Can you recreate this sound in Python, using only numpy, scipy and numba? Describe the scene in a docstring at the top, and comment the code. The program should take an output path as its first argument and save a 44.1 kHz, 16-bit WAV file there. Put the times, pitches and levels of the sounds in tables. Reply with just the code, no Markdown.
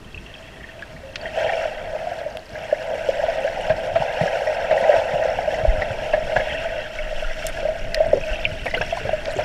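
"""Clouds of large, medium and fine bubbles, churned by two swimmers diving and stroking toward a microphone under water.
The microphone sits in a sealed housing that colours the clouds with its resonances.
Bubbles are damped sines: clouds, single gulps and blurps of air, small plinks, a fine patter and crackle.
Splashes and ticks are shaped noise bursts; moving water gives low sine thumps and a noise heave and rumble, over hiss."""
import sys
import numpy as np
from scipy import signal
from scipy.fft import rfft, irfft
from scipy.io import wavfile
from scipy.ndimage import uniform_filter1d
from numba import njit

SR = 44100
rng = np.random.default_rng(int(sys.argv[2]) if len(sys.argv) > 2 else 0)


def waveform_to_disk(signal):
    """Save audio, clipped to [-1, 1], as 16-bit WAV at the path in sys.argv[1]."""
    frames = np.transpose(np.atleast_2d(signal))
    scaled = np.clip(frames, -1, 1) * 32767
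    samples = np.round(scaled).astype(np.int16)
    wavfile.write(sys.argv[1], SR, samples)


N = 416304


def undb(db):
    """Gain of a level in dB."""
    return 10 ** (np.asarray(db) / 20)


def unit(x):
    """Scaled to rms 1."""
    return x / np.sqrt(np.mean(x ** 2))


def curve(time_s, values):
    """Straight lines between table points, one value a sample."""
    return np.interp(np.arange(N) / SR, time_s, values)


def noise(n=N):
    """White Gaussian noise."""
    return rng.standard_normal(n)


def band(x, lo_hz, hi_hz):
    """Butterworth band-pass."""
    return signal.sosfilt(signal.butter(3, [lo_hz, hi_hz], "bandpass", fs=SR, output="sos"), x)


def colour(x, points, modes=()):
    """Minimum-phase filter through (Hz, dB) points, lifted at (Hz, width Hz, dB) resonances."""
    size = 4096
    hz, db = np.transpose(points)
    bins_hz = np.arange(size // 2 + 1) * SR / size + 1  # +1 avoids log(0)
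    gain_db = np.interp(np.log(bins_hz), np.log(hz), db)
    for mode_hz, width_hz, lift_db in modes:
        gain_db = gain_db + lift_db / (1 + (2 * (bins_hz - mode_hz) / width_hz) ** 2)
    # folding the cepstrum onto positive time makes the filter causal
    cepstrum = irfft(gain_db * np.log(10) / 20)
    cepstrum[1:size // 2] *= 2
    cepstrum[size // 2 + 1:] = 0
    impulse = irfft(np.exp(rfft(cepstrum)))
    return signal.fftconvolve(x, impulse)[:N]


def walk(rate_hz):
    """Random levels held for 1 / rate_hz and slewed; rms 1."""
    hold = int(SR / rate_hz)
    steps = np.repeat(noise(N // hold + 1), hold)
    return unit(uniform_filter1d(steps, hold // 2)[:N])


@njit
def rings(n, start_s, hz, t60_s, size, rise, glide):
    """Damped sines that swell over rise cycles; pitch shifts by the fraction glide as they fade."""
    out = np.zeros(n)
    for k in range(len(start_s)):
        first, length, phase = int(start_s[k] * SR), int(t60_s[k] * SR), 0.
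        for j in range(min(length, n - first)):
            u = j / length
            phase += hz[k] * (1 + glide * u) / SR
            swell = min(phase / rise, 1.)
            out[first + j] += size[k] * swell * 10 ** (-3 * u) * np.sin(2 * np.pi * phase)
    return out


def struck(start_s, peak_db, hz, t60_s, rise, glide):
    """One ring an event, its start level raised to offset the decay during the swell."""
    t60_s = np.clip(t60_s, .004, .6) + 0 * start_s
    size = undb(peak_db + 60 * rise / (hz * t60_s))
    return rings(N, start_s, hz, t60_s, size, rise, glide)


def random_events(rate_per_s, columns):
    """Columns of random numbers 0-1, one row an event."""
    return rng.random((int(rate_per_s * N / SR), columns)).T


# Gain of the housing. Each row: frequency in Hz, gain in dB.
HOUSING_GAIN = [(180, -55.5), (300, -29), (404, -22.5), (530, -3.5), (641, -3.5), (800, -10), (968, -16.5),
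                (1110, -32), (1620, -16.5), (1870, -25.5), (2140, -25.5), (2790, -20), (3810, -34.5),
                (5390, -35.5), (14300, -57), (15500, -78)]
# Panel resonances of the housing. Each row: frequency in Hz, width in Hz, lift in dB.
PANEL_MODES = [(643.4, 330, 6), (1498, 32, 3.5), (1876, 61, 9), (2022, 98, 6), (2235, 120, 6),
               (2688, 85, 3.5), (3265, 51, 3), (4320, 73, 8), (5490, 560, 7), (7500, 130, 6)]


def cloud(lo_hz, hi_hz, rate_per_s, cycles, spread_db, wash_db, surge_db):
    """Damped sines of random pitch over a noise wash of unresolved bubbles, through the housing."""
    when, size, strength = random_events(rate_per_s, 3)
    hz = lo_hz * (hi_hz / lo_hz) ** size
    # amplitude rises with pitch; a few bubbles are much stronger than the rest
    gain = hz * undb(-spread_db * np.log(1.02 - strength))
    pops = rings(N, when * N / SR, hz, 3 * cycles / hz, gain, 1.92, 0.052)
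    wash = band(noise(), lo_hz, hi_hz)
    heard = colour(unit(pops) + undb(wash_db) * unit(wash), HOUSING_GAIN, PANEL_MODES)
    return unit(heard) * undb(surge_db * (walk(25) + 0.43 * walk(8)))


# Churn swelling with the strokes. Each row: time in seconds, large-bubble drive in dB,
# small-bubble drive in dB.
CHURN_DRIVE = [(0, -56, -59), (.12, -57, -53.5), (.3, -48, -49.5), (.47, -49.5, -52.5), (.8, -44.5, -51),
               (1.17, -42.5, -53), (1.23, -31, -44), (1.33, -31, -43), (1.38, -21.5, -36), (1.43, -23, -37),
               (1.53, -21, -35.5), (1.74, -28, -39), (1.86, -27, -45), (1.94, -25, -45), (2.0, -28, -43.5),
               (2.16, -30.5, -43), (2.36, -33.5, -50.5), (2.49, -43, -52.5), (2.57, -33, -42.5),
               (2.8, -31, -43.5), (2.92, -24.5, -42), (3.02, -29.5, -39), (3.26, -23, -37.5),
               (3.78, -27.5, -39.5), (4.27, -23, -36), (4.68, -25, -37.5), (4.84, -19.5, -35.5),
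               (4.971, -13.5, -32), (5.03, -23, -38.5), (5.12, -20.5, -38), (5.41, -25, -40),
               (5.85, -25, -38.5), (6.25, -23.5, -38), (6.42, -25.5, -37), (6.58, -24.5, -36),
               (6.9, -31.5, -41), (7.47, -31.5, -36), (7.65, -27.5, -41), (7.9, -31.5, -41.5),
               (8.05, -22.5, -41.5), (8.2, -31.5, -41.5), (8.35, -28.5, -37.5), (8.52, -31.5, -41.5),
               (8.6, -40, -40.5), (8.91, -31.5, -36.5), (9.2, -30, -38.5), (9.44, -26, -39)]
# Bubble clouds. Each row: lowest pitch in Hz, highest pitch in Hz, bubbles per second,
# cycles per 20 dB of decay, size spread in dB, wash relative to bubbles in dB, surge scale in dB,
# share 0-1 of the large-bubble drive (the rest from the small), offset in dB.
BUBBLE_CLOUDS = [(307, 1090, 420, 6.25, 1.2, 1.5, 1.24, 0.98, 0.47),
                 (757, 1088, 120, 8.7, 4.4, -10, 2.9, 0.85, -12.5),
                 (1224, 2150, 600, 19.5, 3.1, -6, 0.92, 0.34, -3),
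                 (2206, 3860, 650, 21, 3.6, -6, 0.54, 0.018, -1.44),
                 (3720, 15900, 450, 30, 4.2, 3.5, 1.43, 0.022, -10)]
# Narrowing of the main housing resonance. Each row: time in seconds, share 0-1 of the sharp band.
RESONANCE_FOCUS = [(1.5, 0.34), (4.8, 0.06), (6.6, 0.45), (9.44, 0.51)]
FOCUS_LO_HZ, FOCUS_HI_HZ = 579.4, 706


def churn():
    """Bubble clouds whose levels follow the strokes, with a shared random flicker."""
    time_s, large_db, small_db = np.transpose(CHURN_DRIVE)
    clouds = []
    for *settings, share, offset_db in BUBBLE_CLOUDS:
        drive_db = curve(time_s, share * large_db + (1 - share) * small_db)
        clouds.append(cloud(*settings) * undb(drive_db + offset_db))
    sharp = band(clouds[0], FOCUS_LO_HZ, FOCUS_HI_HZ)
    focus = np.clip(curve(*np.transpose(RESONANCE_FOCUS)), 0, 1)
    large = (1 - focus) * (clouds[0] + clouds[1]) + focus * undb(3.5) * sharp
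    return (large + sum(clouds[2:])) * undb(1.04 * walk(18))


# Trapped air, mostly large. Each row: start in seconds, peak in dB, pitch in Hz, t60 in seconds.
AIR_GULPS = [(1.03, -34, 538, 0.58), (1.213, -32, 4520, 0.035), (1.374, -13.5, 647, 0.066),
             (1.524, -18, 650, 0.023), (1.654, -12.5, 660, 0.026), (2.068, -15.5, 700, 0.059),
             (2.115, -17.5, 689, .05), (2.214, -21, 606, 0.023), (2.261, -16.5, 595, 0.068),
             (2.371, -27, 640, 0.016), (2.726, -5.5, 592, 0.032), (3.088, -8, 550, 0.025),
             (3.192, -15.5, 587, 0.051), (3.235, -8.5, 628, 0.044), (3.282, -12.5, 664, 0.11),
             (3.445, -12, 563, 0.051), (3.472, -15, 660, 0.15), (3.704, -10, 645, 0.053),
             (3.958, -10.5, 665, 0.11), (4.208, -9, 643, 0.037), (4.257, -13, 630, 0.018),
             (4.417, -17.5, 570, 0.023), (4.47, -14, 617, 0.25), (4.71, -8, 648, 0.052),
             (4.724, -3.5, 613, 0.045), (4.892, -3.5, 594, 0.061), (4.938, -8, 570, 0.026),
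             (5.254, -11, 564, 0.022), (5.388, -12.5, 696, 0.016), (5.475, -14.5, 606, 0.062),
             (5.65, -8, 626, 0.021), (6.093, -29, 630, 0.026), (6.137, -8.5, 610, 0.07),
             (6.175, -12.5, 620, 0.046), (6.364, -10, 617, 0.09), (6.47, -18, 620, 0.035),
             (6.991, -22.5, 616, 0.17), (7.125, -19, 607, 0.025), (7.223, -16.5, 634, 0.061),
             (7.651, -11, 608, 0.069), (7.684, -13, 632, 0.11), (7.953, -20, 652, 0.099),
             (7.973, -11, 613.4, 0.15), (8.003, -5, 624, 0.052), (8.131, -2.5, 580, 0.026),
             (8.452, -7.5, 2740, 0.017), (8.657, -20, 610, 0.029), (8.739, -24.5, 617, 0.012),
             (8.811, -27, 615, 0.0083), (8.925, -11.5, 670, 0.047), (8.97, -20, 740, 0.019),
             (8.971, -23.5, 990, 0.041), (9.092, -15.5, 700, 0.014), (9.13, -9.5, 618, 0.084)]


def gulps():
    """Each gulp is one bubble: a damped sine that rises slightly in pitch."""
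    return struck(*np.transpose(AIR_GULPS), rise=3.17, glide=0.012)


# Deeper pockets of air. Each row: start in seconds, peak in dB, starting pitch in Hz.
AIR_BLURPS = [(6.399, -18, 548), (7.629, -17.5, 563), (8.138, -15, 394), (8.153, -15.5, 498),
              (8.17, -14, 534), (8.177, -15, 546), (8.769, -19.5, 496), (9.011, -27, 450),
              (9.052, -18, 558), (9.069, -24.5, 453), (9.28, -17, 578), (9.363, -20.5, 393),
              (9.388, -12.5, 597)]
BLURP_T60_S = 0.086


def blurps():
    """Damped sines that sag in pitch as they fade."""
    return struck(*np.transpose(AIR_BLURPS), BLURP_T60_S, rise=0.59, glide=-0.041)


# Small bubbles. Each row: start in seconds, peak in dB, pitch in Hz.
SMALL_BUBBLES = [(0.1451, -24.5, 2660), (0.176, -25.5, 2580), (0.2627, -32.5, 2780), (0.34, -29, 3200),
                 (0.3516, -32, 2640), (0.6078, -33, 1850), (0.64, -27, 1820), (0.6887, -33, 1830),
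                 (0.6863, -40, 2690), (0.7926, -33, 2610), (0.824, -22, 1660), (0.964, -32.5, 1860),
                 (1.256, -20, 1870), (1.43, -22, 2290), (1.491, -15, 1850), (1.533, -20, 2310),
                 (2.554, -26, 1640), (2.7125, -25.5, 1710), (3.203, -23, 1640), (3.4766, -20.5, 1620),
                 (3.704, -19.5, 1620), (4.209, -21, 1860), (4.276, -18, 1660), (4.47, -19, 1890),
                 (4.707, -22, 1920), (4.7762, -17, 1870), (4.8396, -17.5, 1950), (5.5448, -23, 2000),
                 (5.82, -15, 1905), (5.9051, -24, 1510), (6.127, -22.5, 2670), (6.1386, -15, 1710),
                 (6.3226, -27, 2120), (6.3644, -10.5, 1660), (6.3972, -18, 1680), (6.4084, -22, 2120),
                 (6.4834, -22, 2690), (6.503, -22, 2170), (6.5284, -22, 3020), (6.5784, -21.5, 2730),
                 (6.9873, -20.5, 2200), (7.2444, -24, 1410), (7.571, -24, 1650), (7.9668, -24, 1860),
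                 (8.1449, -35, 5260), (8.1723, -35, 5620), (8.2043, -35, 5630), (8.211, -25, 2520),
                 (8.2366, -22, 2530), (8.3125, -30, 1530), (8.3306, -21.5, 2830), (8.343, -25, 2750),
                 (8.3573, -21.5, 2630), (8.4107, -27, 2800), (8.444, -24, 3450), (8.4522, -10.5, 2360),
                 (8.6652, -15.5, 2260), (8.68, -19, 1890), (8.7046, -33, 5130), (8.7111, -24, 2000),
                 (8.712, -32, 3900), (8.741, -13, 2010), (8.7468, -14, 2830), (8.776, -18, 1500),
                 (8.815, -15, 1650), (8.813, -16, 2610), (8.8164, -26, 5400), (8.91, -22, 2680)]
PLINK_CYCLES = 62  # cycles per 60 dB of decay


def plinks():
    """Each small bubble is followed within 7 ms by two weaker ones of other sizes."""
    start_s, peak_db, hz = np.transpose(SMALL_BUBBLES)
    t60_s = PLINK_CYCLES / hz
    out = struck(start_s, peak_db, hz, t60_s, rise=3.1, glide=0.015)
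    for _ in range(2):
        late, size = rng.random((2, len(start_s)))
        follower_hz = hz * (0.903 + 0.376 * size)
        out += struck(start_s + .007 * late, peak_db - 14.0, follower_hz, 1.7 * t60_s, rise=3.4, glide=0.066)
    return out


# Strokes close by. Each row: start in seconds, burst peak before colouring in dB.
STROKE_SPLASHES = [(3.694, -14), (3.954, -14.5), (4.206, -25), (4.709, -15), (5.636, -27), (5.812, -17.5),
                   (6.131, -13), (6.358, -11.5), (6.396, -20.5), (8.657, -17), (8.739, -19), (8.81, -19.5),
                   (9.389, -17)]
# Splash colour. Each row: frequency in Hz, gain in dB.
SPLASH_GAIN = [(150, -1), (380, -9.5), (640, 17), (1150, -8.5), (1650, -0.5), (2800, -1.5)]
SPLASH_T60_S = 0.1


def splashes():
    """Slapped water: noise bursts that swell over milliseconds, then take on their own colour, peaked near 640
    Hz."""
    out, t = np.zeros(N), np.arange(SR // 5) / SR
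    for start_s, peak_db in STROKE_SPLASHES:
        envelope = (1 - np.exp(-t / 0.0033)) * undb(-60 * t / SPLASH_T60_S)
        burst = band(noise(len(t)), 54.0, 2120.0) * envelope
        burst *= undb(peak_db) / np.abs(burst).max()
        i = int(start_s * SR)
        out[i:i + len(t)] += burst[:N - i]
    return colour(out, SPLASH_GAIN)


# Displaced water. Each row: start in seconds, peak in dB, starting pitch in Hz.
WATER_THUMPS = [(3.699, -19, 127), (3.722, -26, 170), (3.938, -27, 100), (3.96, -30, 106), (4.0, -21, 145),
                (4.212, -13.5, 144), (4.231, -19, 168), (4.823, -28, 210), (5.135, -23, 153),
                (5.631, -19.5, 111), (5.677, -6, 41.3), (5.704, -15, 20.9), (5.779, -21.5, 75),
                (5.905, -20.5, 108), (6.371, -24.5, 124), (6.367, -27, 40), (8.307, -18.5, 39.7),
                (8.516, -23, 96), (8.619, -27, 40), (8.802, -23, 129), (9.048, -22.5, 109),
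                (9.379, -26.5, 89)]
THUMP_T60_S_AT_100_HZ = 0.079


def thumps():
    """Low damped sines that sag in pitch; deeper ones last longer."""
    start_s, peak_db, hz = np.transpose(WATER_THUMPS)
    t60_s = THUMP_T60_S_AT_100_HZ * np.sqrt(100 / hz)
    return struck(start_s, peak_db, hz, t60_s, rise=0.66, glide=-0.048)


# Ticks on the housing. Each row: start in seconds, body peak in dB, centre in Hz, t60 in seconds,
# snap relative to body in dB.
HOUSING_TICKS = [(0.822, -28, 2750, 0.017, -30), (1.157, -15, 3420, 0.036, -31),
                 (2.3707, -21, 2700, 0.01, -11.5), (7.467, -15.5, 6260, 0.022, 1),
                 (7.486, -39, 5000, 0.05, 9), (7.945, -7, 3900, 0.017, -12.5), (8.656, -29, 2600, .02, -17),
                 (9.256, -18, 3180, 0.017, -28)]


def ticks():
    """Short decaying noise around each centre, with a brighter snap on top."""
    out, t = np.zeros(N), np.arange(SR // 10) / SR
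    for start_s, peak_db, hz, t60_s, snap_db in HOUSING_TICKS:
        burst = noise(len(t)) * 10 ** (-3 * t / t60_s)
        body = band(burst, 0.4 * hz, 1.274 * hz)
        snap = band(burst, 5000.0, 11100.0)
        tick = body / np.abs(body).max() + undb(snap_db) * snap / np.abs(snap).max()
        i = int(start_s * SR)
        out[i:i + len(t)] += undb(peak_db) * tick
    return out


# Tiny bubbles bursting against the housing. Each row: time in seconds, level in dB.
PATTER_LEVEL = [(0, -58), (.3, -50), (.84, -50.5), (.9, -69), (1.3, -36), (1.7, -50), (2.4, -63),
                (6.1, -50), (6.5, -41), (7.9, -57), (8.33, -39), (8.5, -54), (8.75, -52), (9.44, -53)]
# Panels they ring. Each row: frequency in Hz, relative level in dB.
PATTER_PANELS = [(1870, -0.5), (2680, 0.5), (3190, -1)]
PATTER_PER_S, PATTER_T60_S, PATTER_SPREAD_DB = 220, 0.035, 3.0


def patter():
    """Each burst rings one housing panel slightly off pitch; the level rises in flurries."""
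    when, panel, detune, strength = random_events(PATTER_PER_S, 4)
    hz, db = np.array(PATTER_PANELS)[(panel * len(PATTER_PANELS)).astype(int)].T
    db = db - PATTER_SPREAD_DB * np.log(1.02 - strength)
    hz = hz * (1 + 0.077 * (detune - .5))
    out = struck(when * N / SR, db, hz, PATTER_T60_S, rise=5.4, glide=0.0064)
    return unit(out) * undb(curve(*np.transpose(PATTER_LEVEL)) + 2.5 * walk(12))


# Fine spray in flurries. Each row: time in seconds, level in dB.
CRACKLE_LEVEL = [(0, -66), (1.5, -68), (2.6, -55.5), (4.8, -66.5), (6.9, -66.5), (7.5, -60), (7.8, -63),
                 (8.33, -57), (8.55, -59), (8.74, -49.5), (9.0, -67), (9.3, -55), (9.44, -52)]
CRACKLE_PER_S, CRACKLE_CYCLES = 110, 38  # cycles per 60 dB of decay
CRACKLE_SPREAD_DB, CRACKLE_TILT_DB_PER_OCTAVE = 4, -9.5


def crackle():
    """Tiny bright bubbles from 4 to 14 kHz, each a few milliseconds long."""
    when, size, strength = random_events(CRACKLE_PER_S, 3)
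    hz = 4000 * 3.5 ** size
    db = CRACKLE_TILT_DB_PER_OCTAVE * np.log2(hz / 4000) - CRACKLE_SPREAD_DB * np.log(1.02 - strength)
    out = struck(when * N / SR, db, hz, CRACKLE_CYCLES / hz, rise=1.5, glide=0.05)
    return unit(out) * undb(curve(*np.transpose(CRACKLE_LEVEL)) + 3.3 * walk(8.2))


# Water pushing on the housing. Each row: time in seconds, heave level in dB, rumble level in dB.
FLOW_LEVELS = [(0.0, -45, -45), (0.68, -53.5, -45), (1.79, -40.5, -43.5), (2.26, -53.5, -45.5),
               (3.94, -36, -40.5), (4.1, -43.5, -44), (5.49, -39.5, -40.5), (5.71, -33, -35),
               (5.83, -33.5, -40), (6.94, -37, -42), (7.26, -22, -46), (7.36, -29, -44),
               (7.52, -29.5, -40.5), (7.85, -25.5, -40.5), (8.28, -32, -40), (9.1, -33, -39),
               (9.44, -39, -36.5)]
# Rumble spectrum. Each row: frequency in Hz, relative density in dB per Hz.
RUMBLE_SPECTRUM = [(20, -12), (44, 2.5), (143, -3.5), (375, -12), (450, -11.5), (580, -57.5)]


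def flow():
    """Pressure on the housing: a slow noise heave and a dark, unsteady rumble."""
    time_s, heave_db, rumble_db = np.transpose(FLOW_LEVELS)
    heave = unit(band(noise(), 8.5, 29.7)) * undb(curve(time_s, heave_db))
    rumble = unit(band(colour(noise(), RUMBLE_SPECTRUM), 40.4, 900.))
    return heave + rumble * undb(curve(time_s, rumble_db) + 2.0 * walk(14))


# Microphone noise. Each row: frequency in Hz, relative density in dB per Hz.
HISS_SPECTRUM = [(200, -0.5), (1000, -5), (4000, -15.5), (9000, -25.5), (15500, -35.5)]
HISS_DB = -47


def hiss():
    """Steady coloured microphone noise."""
    return unit(colour(noise(), HISS_SPECTRUM)) * undb(HISS_DB)


def scene():
    """All sources summed at one microphone."""
    bubbles = churn() + gulps() + blurps() + plinks() + patter() + crackle()
    water = splashes() + thumps() + flow()
    return (bubbles + water + ticks() + hiss())[None]


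TOP_HZ = 15500


def record(dry):
    """Steep elliptic low-pass removes the top."""
    return signal.sosfilt(signal.ellip(10, .2, 80, TOP_HZ, fs=SR, output="sos"), dry)


dry = scene()
out = record(dry)
waveform_to_disk(out)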